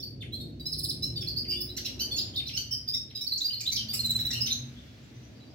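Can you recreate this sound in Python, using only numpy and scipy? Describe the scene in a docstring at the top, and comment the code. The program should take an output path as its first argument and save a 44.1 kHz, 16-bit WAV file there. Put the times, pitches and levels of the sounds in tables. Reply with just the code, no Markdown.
"""A caged serin in a workshop

A serin twitters in a wire cage in a hard-walled workshop, a metre or two from the microphone.
Its voice organ, the syrinx, has two sides, so its chips often sound as chords of near-sine whistles.
Between them come slurs, flicks, shaky warbles and buzzy pulsed rasps, one rattle and one trill.
Filtered noise and wavering tones make the traffic outside; a few far birds chirp faintly at the end."""
import sys
import numpy as np
from scipy import signal
from scipy.fft import rfft, irfft
from scipy.io import wavfile
from scipy.ndimage import uniform_filter1d

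SR = 44100
rng = np.random.default_rng(int(sys.argv[2]) if len(sys.argv) > 2 else 0)


def write(x):
    x = np.atleast_2d(x).T
    wavfile.write(sys.argv[1], SR, np.round(np.clip(x, -1, 1) * 32767).astype(np.int16))


N = 244314
TIME = np.arange(N) / SR   # seconds


def from_db(db):
    """Turn decibels into a gain."""
    return 10 ** (np.asarray(db) / 20)


def rms_one(x):
    """Scale to an rms (average strength) of 1."""
    return x / np.sqrt(np.mean(x ** 2) + 1e-20)


def in_time(rows):
    """Draw each column of a table as a curve over the whole scene."""
    s, *columns = np.transpose(rows)
    return [np.interp(TIME, s, column) for column in columns]


def at_hz(points, hz):
    """Read a spectrum at any pitch, along a log-frequency axis."""
    freqs, values = np.transpose(points)
    return np.interp(np.log(np.maximum(hz, 1)), np.log(freqs), values)


def drift(rate, size):
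    """Wander smoothly at random, with this many random points a second and a spread near 1."""
    knots = rng.standard_normal(int(size * rate / SR) + 3)
    return np.interp(np.arange(size) * rate / SR, np.arange(len(knots)), knots)


def add(track, s, sound):
    """Mix a sound into a track from time s."""
    start = max(round(s * SR), 0)
    track[start:start + len(sound)] += sound[:N - start]


# How alike the left and right noise are. Each row: frequency in Hz, correlation (1 = identical).
LEFT_RIGHT_LIKENESS = [(50, 0.91), (130, 0.98), (280, 0.84), (550, 0.24), (1200, 0.027), (16000, 0.09)]


def stereo_noise(spectrum):
    """Make diffuse noise, nearly the same in both channels only in the bass; rms 1."""
    hz = np.arange(N // 2 + 1) * SR / N
    below = spectrum[0][0] / np.maximum(hz, 1)
    above = hz / spectrum[-1][0]
    # beyond the ends of the spectrum the noise falls by 24 dB per octave
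    gain = from_db(at_hz(spectrum, hz)) / np.maximum(np.maximum(below, above), 1) ** 4
    alike = np.clip(at_hz(LEFT_RIGHT_LIKENESS, hz), -1, 1)
    mid, side = rfft(rng.standard_normal((2, N))) * gain
    shared = np.sqrt(1 + alike) * mid
    opposed = np.sqrt(1 - alike) * side * [[1], [-1]]
    return rms_one(irfft(shared + opposed, N))


ATTACK_SHARE, RELEASE_SHARE = .3, .12   # shares of a rising note; a falling note is mirrored
CRESCENDO_DB = 3


def syllable(length, pitches, jitter):
    """One puff through the syrinx: pitch curves through three points; rising notes grow, others fade."""
    u = np.linspace(0, 1, max(round(length * SR), 8))
    curve = np.polyfit([0, .5, 1], pitches, 2)
    hz = np.polyval(curve, u) * (1 + jitter * drift(1010, len(u)))
    phase = 2 * np.pi * np.cumsum(hz) / SR
    v = u if pitches[2] >= pitches[0] else 1 - u
    fade = np.clip(np.minimum(v / ATTACK_SHARE, (1 - v) / RELEASE_SHARE), 0, 1)
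    swell = np.sin(np.pi / 2 * fade) * from_db(CRESCENDO_DB * v)
    return hz, phase, rms_one(swell)


SCOOP_SHARE = 0.734   # share of the rise done by mid-note, before the arch is added
ARCH_HZ = 54.4   # every scooped note sags this much at both ends


def scoop(hz, rise_hz):
    """Start, middle and end pitch of an arched note that bends early and then levels off."""
    start_hz = hz - SCOOP_SHARE * rise_hz - ARCH_HZ
    end_hz = hz + (1 - SCOOP_SHARE) * rise_hz - ARCH_HZ
    return start_hz, hz, end_hz


def glide(start_hz, end_hz, share):
    """Start, middle and end pitch of a sweep that has covered this share of its way by mid-note."""
    return start_hz, start_hz + share * (end_hz - start_hz), end_hz


# Traffic swells. Each row: time in seconds, then rumble, road roar and tyre hiss in dB before the trims below.
TRAFFIC_SWELLS = [(0.0, -47, -42.5, -77), (0.04, -43, -50, -69), (0.46, -39.5, -43.5, -81),
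                  (0.66, -44, -49, -64), (1.19, -37, -45.5, -60.5), (1.71, -45, -47.5, -62),
                  (2.17, -42, -44, -51.5), (2.68, -44, -52.5, -65), (3.52, -50.5, -55.5, -66.5),
                  (4.0, -41, -50.5, -55.5), (4.33, -37.5, -48, -57.5), (4.86, -47, -53.5, -61),
                  (5.51, -48.5, -51.5, -57.5), (5.54, -42, -57, -54)]
RUMBLE_DB, ROAR_DB, TYRES_DB = -3, -2.5, -6.5   # trims
# Tone colour of the rumble. Each row: frequency in Hz, relative strength in dB per Hz.
RUMBLE_SPECTRUM = [(45, -23), (62, 2.5), (80, -3), (120, 6.5), (160, -6.5), (200, -7.5)]
# Tone colour of the road roar. Each row: frequency in Hz, relative strength in dB per Hz.
ROAR_SPECTRUM = [(170, -13.5), (240, 5), (350, -4.5), (440, -9), (650, -15.5), (800, -27.5)]
# Tone colour of the tyre hiss. Each row: frequency in Hz, relative strength in dB per Hz.
TYRE_SPECTRUM = [(600, 7), (850, 0.5), (1300, -8.5)]
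# Engine notes that swell and fade, before waver and flutter.
# Each row: start, loudest moment and end in seconds, first and last pitch in Hz, peak level in dB.
ENGINE_NOTES = [(0, .9, 3.0, 67, 63, -48), (.1, 1.1, 1.45, 150, 162, -44), (0, 1.5, 2.45, 332, 366, -51),
                (3.7, 4.3, 4.9, 216, 244, -44), (3.7, 4.35, 5.0, 114, 132, -43)]


def traffic(waver=0.0153, flutter_db=3):
    """Filtered noise is the rumble, roar and hiss through the walls; wavering sines are engines."""
    spectra = (RUMBLE_SPECTRUM, ROAR_SPECTRUM, TYRE_SPECTRUM)
    layers = zip(in_time(TRAFFIC_SWELLS), (RUMBLE_DB, ROAR_DB, TYRES_DB), spectra)
    out = sum(from_db(swell_db + db) * stereo_noise(spectrum) for swell_db, db, spectrum in layers)
    for start, loudest, end, first_hz, last_hz, level_db in ENGINE_NOTES:
        hz = np.interp(TIME, [start, end], [first_hz, last_hz]) * (1 + waver * drift(13, N))
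        swell = np.sqrt(np.interp(TIME, [start, loudest, end], [0, 1, 0]))
        level = from_db(level_db + flutter_db * drift(6.8, N))
        out = out + swell * level * np.sin(2 * np.pi * np.cumsum(hz) / SR)
    return out


# Background hiss. Each row: time in seconds, level in dB.
HISS_SWELLS = [(0, -70), (1, -66), (2.1, -59), (3.1, -67), (4.2, -54.5), (5.54, -62)]
# Tone colour of the hiss. Each row: frequency in Hz, relative strength in dB per Hz.
HISS_SPECTRUM = [(900, -12), (1400, -3), (2200, -1.5), (4000, -2.5), (6000, -7.5), (9000, -22.5),
                 (15000, -20.5)]


def background_hiss():
    """Steady-coloured noise whose level slowly comes and goes."""
    return from_db(in_time(HISS_SWELLS)[0]) * stereo_noise(HISS_SPECTRUM)


# How the beak radiates the upper partials of a whistle. Each row: frequency in Hz, gain in dB.
BEAK_GAIN = [(4000, -1), (7000, -2), (10000, 3.5), (12500, 2.5), (14000, 2.5), (16000, 0)]
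OVERTONE_GROWTH = 1.2   # overtones swell more steeply than the note itself


def whistles(notes, second_db, fourth_db, coupling, sum_tone_db):
    """Near-sines with overtones; two sides sounding at once beat and make combination tones."""
    tones, overtones = np.zeros(N, complex), np.zeros(N)
    for s, length, pitches, level_db, third_db in notes:
        hz, phase, swell = syllable(length, pitches, jitter=.004)
        add(tones, s, from_db(level_db) * swell * np.exp(1j * phase))
        bright = from_db(level_db + third_db) * rms_one(swell ** OVERTONE_GROWTH)
        # second and fourth partials are set relative to the third
        for k, db in zip(range(2, 5), (second_db, 0, fourth_db)):
            gain = from_db(db + at_hz(BEAK_GAIN, k * hz))
            add(overtones, s, bright * gain * np.sin(k * phase) * (k * hz < SR / 2))
    # the beat stays near zero while one side holds a note alone
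    size = uniform_filter1d(np.abs(tones), size=130) + 1e-7
    beat = np.abs(tones) / size - 1
    turn = tones / (np.abs(tones) + 1e-7)
    sum_tones = from_db(sum_tone_db) * beat * (tones * (turn + turn ** 2)).imag
    return tones.imag * (1 + coupling * beat) + overtones + sum_tones


# In the song tables below, levels are in dB before the song's overall trim in scene().
# Third partial levels are in dB against their note, before the beak's gain.

# Chords, both sides at once. Each row: start in seconds, length in seconds, upper mid-note pitch in Hz,
# its rise in Hz, lower pitch in Hz, upper level in dB, lower level in dB, third partial in dB.
CHORD_NOTES = [(0, 0.0067, 5340, 798, 3550, -38.5, -51, -17),
               (0.321, 0.036, 4116, 368, 3370, -37.5, -49, -22),
               (0.398, 0.02, 4317, 53, 3767, -42.5, -46.5, -23),
               (0.597, 0.017, 4670, -300, 3930, -47, -46.5, -20),
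               (0.654, 0.02, 5130, 356, 4033, -32.5, -39, -23),
               (1.021, 0.025, 5245, 617, 4067, -31, -35, -26),
               (1.156, 0.027, 4623, 42, 3670, -34, -44, -30),
               (1.207, 0.02, 5310, 159, 3460, -36.5, -44.5, -18),
               (1.501, 0.015, 5030, 700, 2907, -30, -42, -23),
               (2.11, 0.022, 4450, 81, 3496, -30.5, -38, -25),
               (2.16, 0.019, 6830, 30, 5560, -36.5, -43, -8),
               (2.532, 0.0293, 5340, 303, 2830, -37.5, -44, -32),
               (2.708, 0.021, 5527, 622, 3067, -31, -43, -14),
               (2.876, .021, 4970, 393, 3660, -27, -50.5, -22),
               (2.933, 0.021, 5317, 854, 3727, -27.5, -36, -24.5),
               (3.149, 0.021, 4997, 170, 3850, -33.5, -40, -56),
               (3.206, 0.019, 5370, 705, 3874, -34, -39, -16),
               (3.88, 0.043, 4696, 372, 3570, -34, -50.5, -16.5)]
LOWER_RISE_SHARE = 0.39   # the lower voice bends less


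def chords():
    """Both sides of the syrinx sing together, each at its own pitch."""
    notes = []
    for s, length, upper, rise, lower, upper_db, lower_db, third in CHORD_NOTES:
        notes.append((s, length, scoop(upper, rise), upper_db, third))
        notes.append((s, length, scoop(lower, LOWER_RISE_SHARE * rise), lower_db, third))
    return notes


def husk(voice, level_db):
    """Turbulence in the syrinx: a thin, bright fizz that follows the loudness of the notes."""
    loudness = np.sqrt(np.abs(uniform_filter1d(voice ** 2, size=90)))
    # frequency in Hz, relative strength in dB
    spectrum = [(2500, 9.9), (5300, 18.0), (7500, 9.1), (9500, 2.0), (13000, 9.7), (16000, 1.7)]
    return from_db(level_db) * loudness * stereo_noise(spectrum)[0]


# Chips from one side. Each row: start in seconds, length in seconds, mid-note pitch in Hz, rise in Hz,
# level in dB, third partial in dB.
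CHIP_NOTES = [(0.023, 0.02, 4564, 416, -35.5, -19), (0.206, 0.027, 3534, -200, -47.5, -27),
              (1.479, 0.029, 4750, 200, -32, -20), (1.518, 0.024, 4686, -81, -32, -28),
              (1.512, 0.017, 2340, 36, -51, -28), (1.551, 0.038, 3517, 82, -44.5, -15),
              (1.603, 0.016, 5006, 904, -31, -8.5), (1.686, 0.024, 3970, 324, -42.5, -21),
              (2.178, 0.0093, 4724, 1250, -25.5, -25), (2.368, 0.023, 3654, -150, -30, -30),
              (2.364, 0.0092, 4260, -400, -37, -36), (2.004, 0.018, 4710, 198, -32, -15.5),
              (2.468, 0.0098, 4070, 200, -36, -22), (2.728, 0.013, 4990, -350, -27.5, -26),
              (2.164, 0.015, 2740, 38, -49.5, -30), (3.265, 0.015, 4530, 311, -28.5, -21),
              (3.405, 0.0176, 3986, 650, -29, -24), (3.442, 0.028, 4770, 78, -25.5, -22),
              (3.5, 0.012, 2983, 183, -37.5, -26), (3.654, 0.016, 3700, 302, -35, -29),
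              (3.663, 0.024, 4008, 142, -27, -28), (3.716, 0.0187, 6110, 606, -33, -5),
              (3.719, 0.018, 5200, 498, -41, -12), (3.937, 0.022, 2844, 200, -45, -25),
              (3.781, 0.018, 3146, -55, -33.5, -43), (3.805, 0.01, 2920, -100, -40, -35),
              (3.934, 0.013, 7870, 802, -35, -22), (4.328, 0.025, 2854, 158, -46, -34),
              (4.404, 0.022, 5170, 523, -25.5, -22.5), (4.456, 0.016, 5960, 500, -30, -10),
              (4.512, 0.026, 6230, 452, -33.5, -21)]


def chips():
    """One side of the syrinx makes short scooped notes."""
    return [(s, length, scoop(hz, rise), db, third) for s, length, hz, rise, db, third in CHIP_NOTES]


# Flicks. Each row: start in seconds, length in seconds, starting pitch in Hz, level in dB.
FLICK_NOTES = [(0.211, .009, 4570, -52), (0.218, 0.015, 3300, -46), (0.225, 0.015, 2340, -56.5),
               (1.17, 0.009, 4600, -44.5), (1.224, 0.0077, 3650, -43.5), (1.447, 0.013, 3120, -51),
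               (1.774, .011, 6390, -33.5), (1.775, .011, 4360, -40.5), (1.774, 0.0088, 2220, -49),
               (1.857, .008, 5900, -33.5), (1.859, 0.0083, 4260, -33.5), (1.867, 0.0091, 2910, -49),
               (2.186, 0.0073, 5290, -26), (2.272, 0.013, 4110, -50), (2.392, 0.016, 3580, -43),
               (2.481, 0.011, 6050, -37), (2.488, 0.013, 3570, -40), (3.1, 0.011, 4320, -50.5),
               (3.108, 0.0084, 2860, -57.5), (3.166, 0.0095, 4810, -44.5), (3.597, 0.012, 5720, -40),
               (3.608, 0.0095, 7710, -35.5), (3.61, 0.011, 3030, -51.5), (3.761, 0.0073, 5950, -28.5),
               (3.765, .01, 4844, -28), (4.31, 0.0097, 5850, -33.5), (4.31, 0.0062, 7700, -40.5),
               (4.473, 0.011, 3420, -39.5)]
FLICK_MIDDLE, FLICK_END = 0.84, 0.528   # pitches as shares of the starting pitch
FLICK_THIRD_DB = -25.5


def flicks():
    """Tiny notes plunge about an octave, ever faster."""
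    notes = []
    for s, length, hz, db in FLICK_NOTES:
        notes.append((s, length, (hz, hz * FLICK_MIDDLE, hz * FLICK_END), db, FLICK_THIRD_DB))
    return notes


# Strokes of the rattle. Each row: start in seconds, chip level in dB, plunge level in dB, third partial in dB.
RATTLE_STROKES = [(.716, -31, -31, -20.5), (.776, -38, -33.5, -10.5), (.828, -34, -30, -10.5),
                  (.885, -30, -29.5, -17)]
RATTLE_CHIP_S, RATTLE_HZ, RATTLE_RISE_HZ = .02, 5214, 570
PLUNGE_DELAY_S, PLUNGE_S = .012, .015
PLUNGE_START_HZ, PLUNGE_END_HZ = 5100, 3620   # the end is that of the first stroke
PLUNGE_DEEPEN_HZ = 154   # per stroke
PLUNGE_SHARE = 0.343   # share of a plunge done by mid-note
PIP_DELAY_S, PIP_S, PIP_HZ = .027, .006, 4110
PIP_DB = -3   # against the plunge


def rattle():
    """A chip from one side tips into a plunge from the other, deeper every time, then a low pip."""
    notes = []
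    for k, (s, chip_db, plunge_db, third_db) in enumerate(RATTLE_STROKES):
        fall = glide(PLUNGE_START_HZ, PLUNGE_END_HZ - k * PLUNGE_DEEPEN_HZ, PLUNGE_SHARE)
        notes.append((s, RATTLE_CHIP_S, scoop(RATTLE_HZ, RATTLE_RISE_HZ), chip_db, third_db))
        notes.append((s + PLUNGE_DELAY_S, PLUNGE_S, fall, plunge_db, third_db))
        notes.append((s + PIP_DELAY_S, PIP_S, scoop(PIP_HZ, 0), plunge_db + PIP_DB, SLUR_THIRD_DB))
    return notes


# Upward slurs. Each row: start in seconds, length in seconds, start pitch in Hz, end pitch in Hz, level in dB.
SLUR_NOTES = [(1.27, 0.021, 4135, 5010, -29.5), (1.36, 0.027, 4320, 5140, -28),
              (2.337, 0.012, 3040, 3700, -45), (2.356, 0.009, 3580, 5320, -31.5),
              (2.454, 0.018, 3810, 5570, -42), (3.316, 0.023, 3997, 4630, -26.5),
              (3.37, 0.016, 4170, 7800, -34.5), (3.662, 0.0075, 2840, 4020, -39),
              (3.751, .013, 4570, 6000, -32)]
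SLUR_SHARE = 0.322   # share of the climb done by mid-note
SLUR_THIRD_DB = -23


def slurs():
    """Notes climb and gather speed."""
    notes = []
    for s, length, start, end, db in SLUR_NOTES:
        notes.append((s, length, glide(start, end, SLUR_SHARE), db, SLUR_THIRD_DB))
    return notes


# Warbles, chips whose pitch shakes fast. Each row: start in seconds, length in seconds, mid-note pitch in Hz
# before the shake, rise in Hz, depth of the shake in Hz, level in dB.
WARBLE_NOTES = [(1.521, 0.018, 2917, 45, 109, -35), (3.528, .02, 4320, 38, 119, -31),
                (4.35, 0.027, 2870, -40, 129, -34.5), (4.468, 0.012, 3840, -300, 300, -33.5),
                (4.499, 0.027, 3868, 205, 225, -28.5)]
WARBLE_RATE_HZ, WARBLE_THIRD_DB = 171.6, -19


def warbles():
    """A fast tremor of the syrinx roughens these notes."""
    out = np.zeros(N)
    for s, length, pitch, rise, depth_hz, level_db in WARBLE_NOTES:
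        hz, phase, swell = syllable(length, scoop(pitch, rise), jitter=.012)
        tremor = np.sin(2 * np.pi * WARBLE_RATE_HZ * TIME[:len(hz)])
        shaken = phase + depth_hz / WARBLE_RATE_HZ * tremor
        tone = np.sin(shaken) + from_db(WARBLE_THIRD_DB) * np.sin(3 * shaken)
        add(out, s, from_db(level_db) * swell * tone)
    return out


# Rasps arch like chips; they have a trim of their own in scene().
# Each row: start in seconds, length in seconds, mid-note pulse rate in Hz, rise in Hz, level in dB,
# brightness in dB per octave, top of the beak's passband in Hz, roughness (0 = smooth, about 1 = very rough).
RASP_NOTES = [(1.764, 0.014, 1435, 170, -35, 9.5, 7660, 0.2), (1.846, 0.018, 1385, 260, -33, 5.5, 6500, 0),
              (1.991, 0.036, 1500, 268, -30, 6, 6150, 0.13),
              (2.565, 0.015, 1487, 207, -29, 4.5, 6540, 0.54),
              (3.604, .014, 2368, -300, -33, 7.5, 7950, 0.3),
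              (3.715, 0.022, 2279, 200, -32.5, 5.5, 8700, 0.48),
              (3.931, 0.023, 2570, 275, -31, 11, 15900, 1.11),
              (4.189, 0.0046, 1870, 102, -40, -2.5, 14100, 0.6),
              (4.25, 0.0028, 1880, 100, -38, -1.5, 14000, .4),
              (4.304, 0.0079, 1917, 177, -30, -1.5, 12900, 0.23),
              (4.325, 0.019, 1408, 127, -31, 6.5, 6700, 0.17),
              (4.458, 0.013, 1506, 132, -35, 0.5, 12000, 0.37)]
# How throat and beak colour a rasp, before its brightness. Each row: frequency in Hz, gain in dB.
THROAT_GAIN = [(1400, -28), (1950, -11), (2900, -3), (4500, -1), (5900, -3), (7300, -15), (9500, -17),
               (11000, -20), (13500, -21), (16000, -30)]
# What gets past the beak above its passband. Each row: frequency in Hz, gain in dB.
BEAK_LEAK_GAIN = [(8000, -17), (10000, -17), (12500, -1.5), (15500, -7.5)]


def rasps(alternation=0.38):
    """The syrinx pulses at a low rate, unevenly when rough; throat and beak shape the harmonics."""
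    out = np.zeros(N)
    for s, length, rate, rise, level_db, tilt_db, top_hz, rough in RASP_NOTES:
        hz, phase, swell = syllable(length, scoop(rate, rise), jitter=.03 * rough)
        stack = 0
        for k in range(1, 13):
            passband = 1 / np.hypot(1, (k * hz / top_hz) ** 8)
            opening = np.maximum(passband, from_db(at_hz(BEAK_LEAK_GAIN, k * hz)))
            colour = from_db(at_hz(THROAT_GAIN, k * hz) + tilt_db * np.log2(k * hz / 5000))
            stack = stack + opening * colour * np.sin(k * phase) * (k * hz < SR / 2)
        # strong and weak pulses by turns, plus chance
        uneven = 1 + rough * (alternation * np.sin(phase / 2) + drift(965, len(hz)))
        add(out, s, from_db(level_db) * swell * uneven * stack)
    return out


# The trill, which starts sharp and settles. Each row: start in seconds, mid-chip pitch in Hz,
# chip level in dB, plunge level in dB.
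TRILL_STROKES = [(3.989, 4260, -25, -37.5), (4.043, 4054, -24, -34.5), (4.092, 3993, -23, -32.5),
                 (4.148, 4075, -25, -36), (4.194, 3970, -25, -57), (4.25, 3980, -24, -48)]
TRILL_CHIP_S, TRILL_RISE_HZ, TRILL_THIRD_DB = .021, 154, -18.5
TRILL_ARCH_HZ = 68.5   # extra sag at both ends, on top of the usual arch
TRILL_FALL_DELAY_S, TRILL_FALL_S = .014, .01
TRILL_FALL_START_HZ, TRILL_FALL_END_HZ, TRILL_FALL_THIRD_DB = 8300, 6000, -14


def trill():
    """Arched chips, each with a faint high plunge from the other side."""
    notes = []
    fall = glide(TRILL_FALL_START_HZ, TRILL_FALL_END_HZ, PLUNGE_SHARE)
    for s, hz, chip_db, plunge_db in TRILL_STROKES:
        arch = np.array(scoop(hz, TRILL_RISE_HZ)) - TRILL_ARCH_HZ * np.array([1, 0, 1])
        notes.append((s, TRILL_CHIP_S, arch, chip_db, TRILL_THIRD_DB))
        notes.append((s + TRILL_FALL_DELAY_S, TRILL_FALL_S, fall, plunge_db, TRILL_FALL_THIRD_DB))
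    return notes


# Far birds, before the room. Each row: start in seconds, length in seconds, mid-note pitch in Hz,
# rise in Hz, level in dB.
FAR_BIRD_NOTES = [(4.752, .05, 3520, 250, -60), (4.748, .04, 3280, 60, -65), (4.865, .04, 3440, 80, -66),
                  (5.015, .035, 7150, 500, -69), (5.135, .035, 6050, 80, -66), (5.222, .03, 5990, 120, -62),
                  (5.344, .025, 4680, 250, -63), (5.39, .044, 3960, 150, -65), (5.43, .055, 4700, 300, -65),
                  (5.495, .025, 5110, 120, -65)]


def far_birds():
    """Thin, plain chirps: one sine each."""
    out = np.zeros(N)
    for s, length, pitch, rise, level_db in FAR_BIRD_NOTES:
        hz, phase, swell = syllable(length, scoop(pitch, rise), jitter=0.026)
        add(out, s, from_db(level_db) * swell * np.sin(phase))
    return out


def direct(x, pan_db=-2.5):
    """The straight path reaches the left channel a little sooner and the right a little louder."""
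    lead_s = .000055
    finer = signal.resample_poly(x, 4, 1)   # finer steps allow a shift of a few samples' fraction
    left = np.interp(TIME + lead_s, np.arange(4 * N) / (4 * SR), finer)
    return np.array([left * from_db(pan_db), x * from_db(-pan_db)])


# Echoes off the cage tray, the table and the near wall.
# Each row: delay on the left in seconds, delay on the right in seconds, level in dB.
NEAR_ECHOES = [(.00186, .00192, -10), (.0047, .00445, -12), (.0056, .0072, -13), (.0092, .01, -13),
               (.0164, .018, -16)]


def echoes(x):
    """Hard surfaces near the bird repeat each sweep crisply."""
    out = np.zeros((2, N))
    for left_s, right_s, level_db in NEAR_ECHOES:
        add(out[0], left_s, from_db(level_db) * x)
        add(out[1], right_s, from_db(level_db) * x)
    return out


# How long the room rings. Each row: frequency in Hz, time to fall by 60 dB in seconds.
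ROOM_RING = [(1500, 0.37), (3000, 0.33), (5000, 0.37), (8000, 0.38), (15000, 0.22)]
# How the room colours its reflections. Each row: frequency in Hz, gain in dB.
ROOM_GAIN = [(1500, 5.5), (4000, 3.5), (8000, 1), (15000, 3)]
EARLY_T60_S = .04   # the early cluster falls by 60 dB in this time


def workshop(x, early_db=-9.5, late_db=1.46, gap_s=0.0012):
    """Dense reflections: a quick cluster from cage and table, then a tail whose top treble dies first."""
    t = TIME[:SR * 3 // 4]
    hz = np.arange(len(t) // 2 + 1) * SR / len(t)
    white = rfft(rng.standard_normal((2, len(t))))   # different at each ear
    edges = np.geomspace(1000, 18000, 11)
    opening = np.clip(t / gap_s - 1, 0, 1)   # silent for one gap, full after two
    response = 0
    for low, high in zip(edges, edges[1:]):
        centre = np.sqrt(low * high)
        early = from_db(early_db) * rms_one(opening * from_db(-60 * t / EARLY_T60_S))
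        late = from_db(late_db) * rms_one(opening * from_db(-60 * t / at_hz(ROOM_RING, centre)))
        band = irfft(white * ((hz >= low) & (hz < high)), len(t))
        response = response + band * np.hypot(early, late) * from_db(at_hz(ROOM_GAIN, centre))
    return signal.fftconvolve(x[None], response / np.sqrt(len(t)), axes=1)[:, :N]


# rattle and trill are aimed at the microphone and stir the room less
RUN_ROOM_DB = -5.5


def scene(song_db=-2.0, rasp_db=-1.0):
    """Lay the song and its room over the background; far birds are heard only through the room."""
    background = traffic() + background_hiss()
    single_notes = chips() + slurs() + flicks()
    clear = whistles(single_notes + chords(), second_db=-8.0, fourth_db=0, coupling=0.33, sum_tone_db=-13.0)
    clear = clear + warbles()
    rattled = whistles(rattle(), second_db=5.5, fourth_db=-7, coupling=0.4, sum_tone_db=-24)
    trilled = whistles(trill(), second_db=-10, fourth_db=-1, coupling=0.18, sum_tone_db=-16)
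    buzzy = from_db(rasp_db) * rasps()
    fizz = husk(clear + trilled, level_db=-25) + husk(buzzy, level_db=-21)
    song = from_db(song_db) * (clear + buzzy + fizz)
    runs = from_db(song_db) * (trilled + rattled)
    into_room = song + from_db(RUN_ROOM_DB) * runs + far_birds()
    return direct(song + runs) + echoes(into_room) + workshop(into_room) + background


CUTOFF_HZ = 15900


def record(dry):
    """Cut the top of the treble steeply."""
    steep_filter = signal.ellip(12, .1, 80, CUTOFF_HZ, fs=SR, output="sos")
    return signal.sosfilt(steep_filter, dry)


dry = scene()
out = record(dry)
write(out)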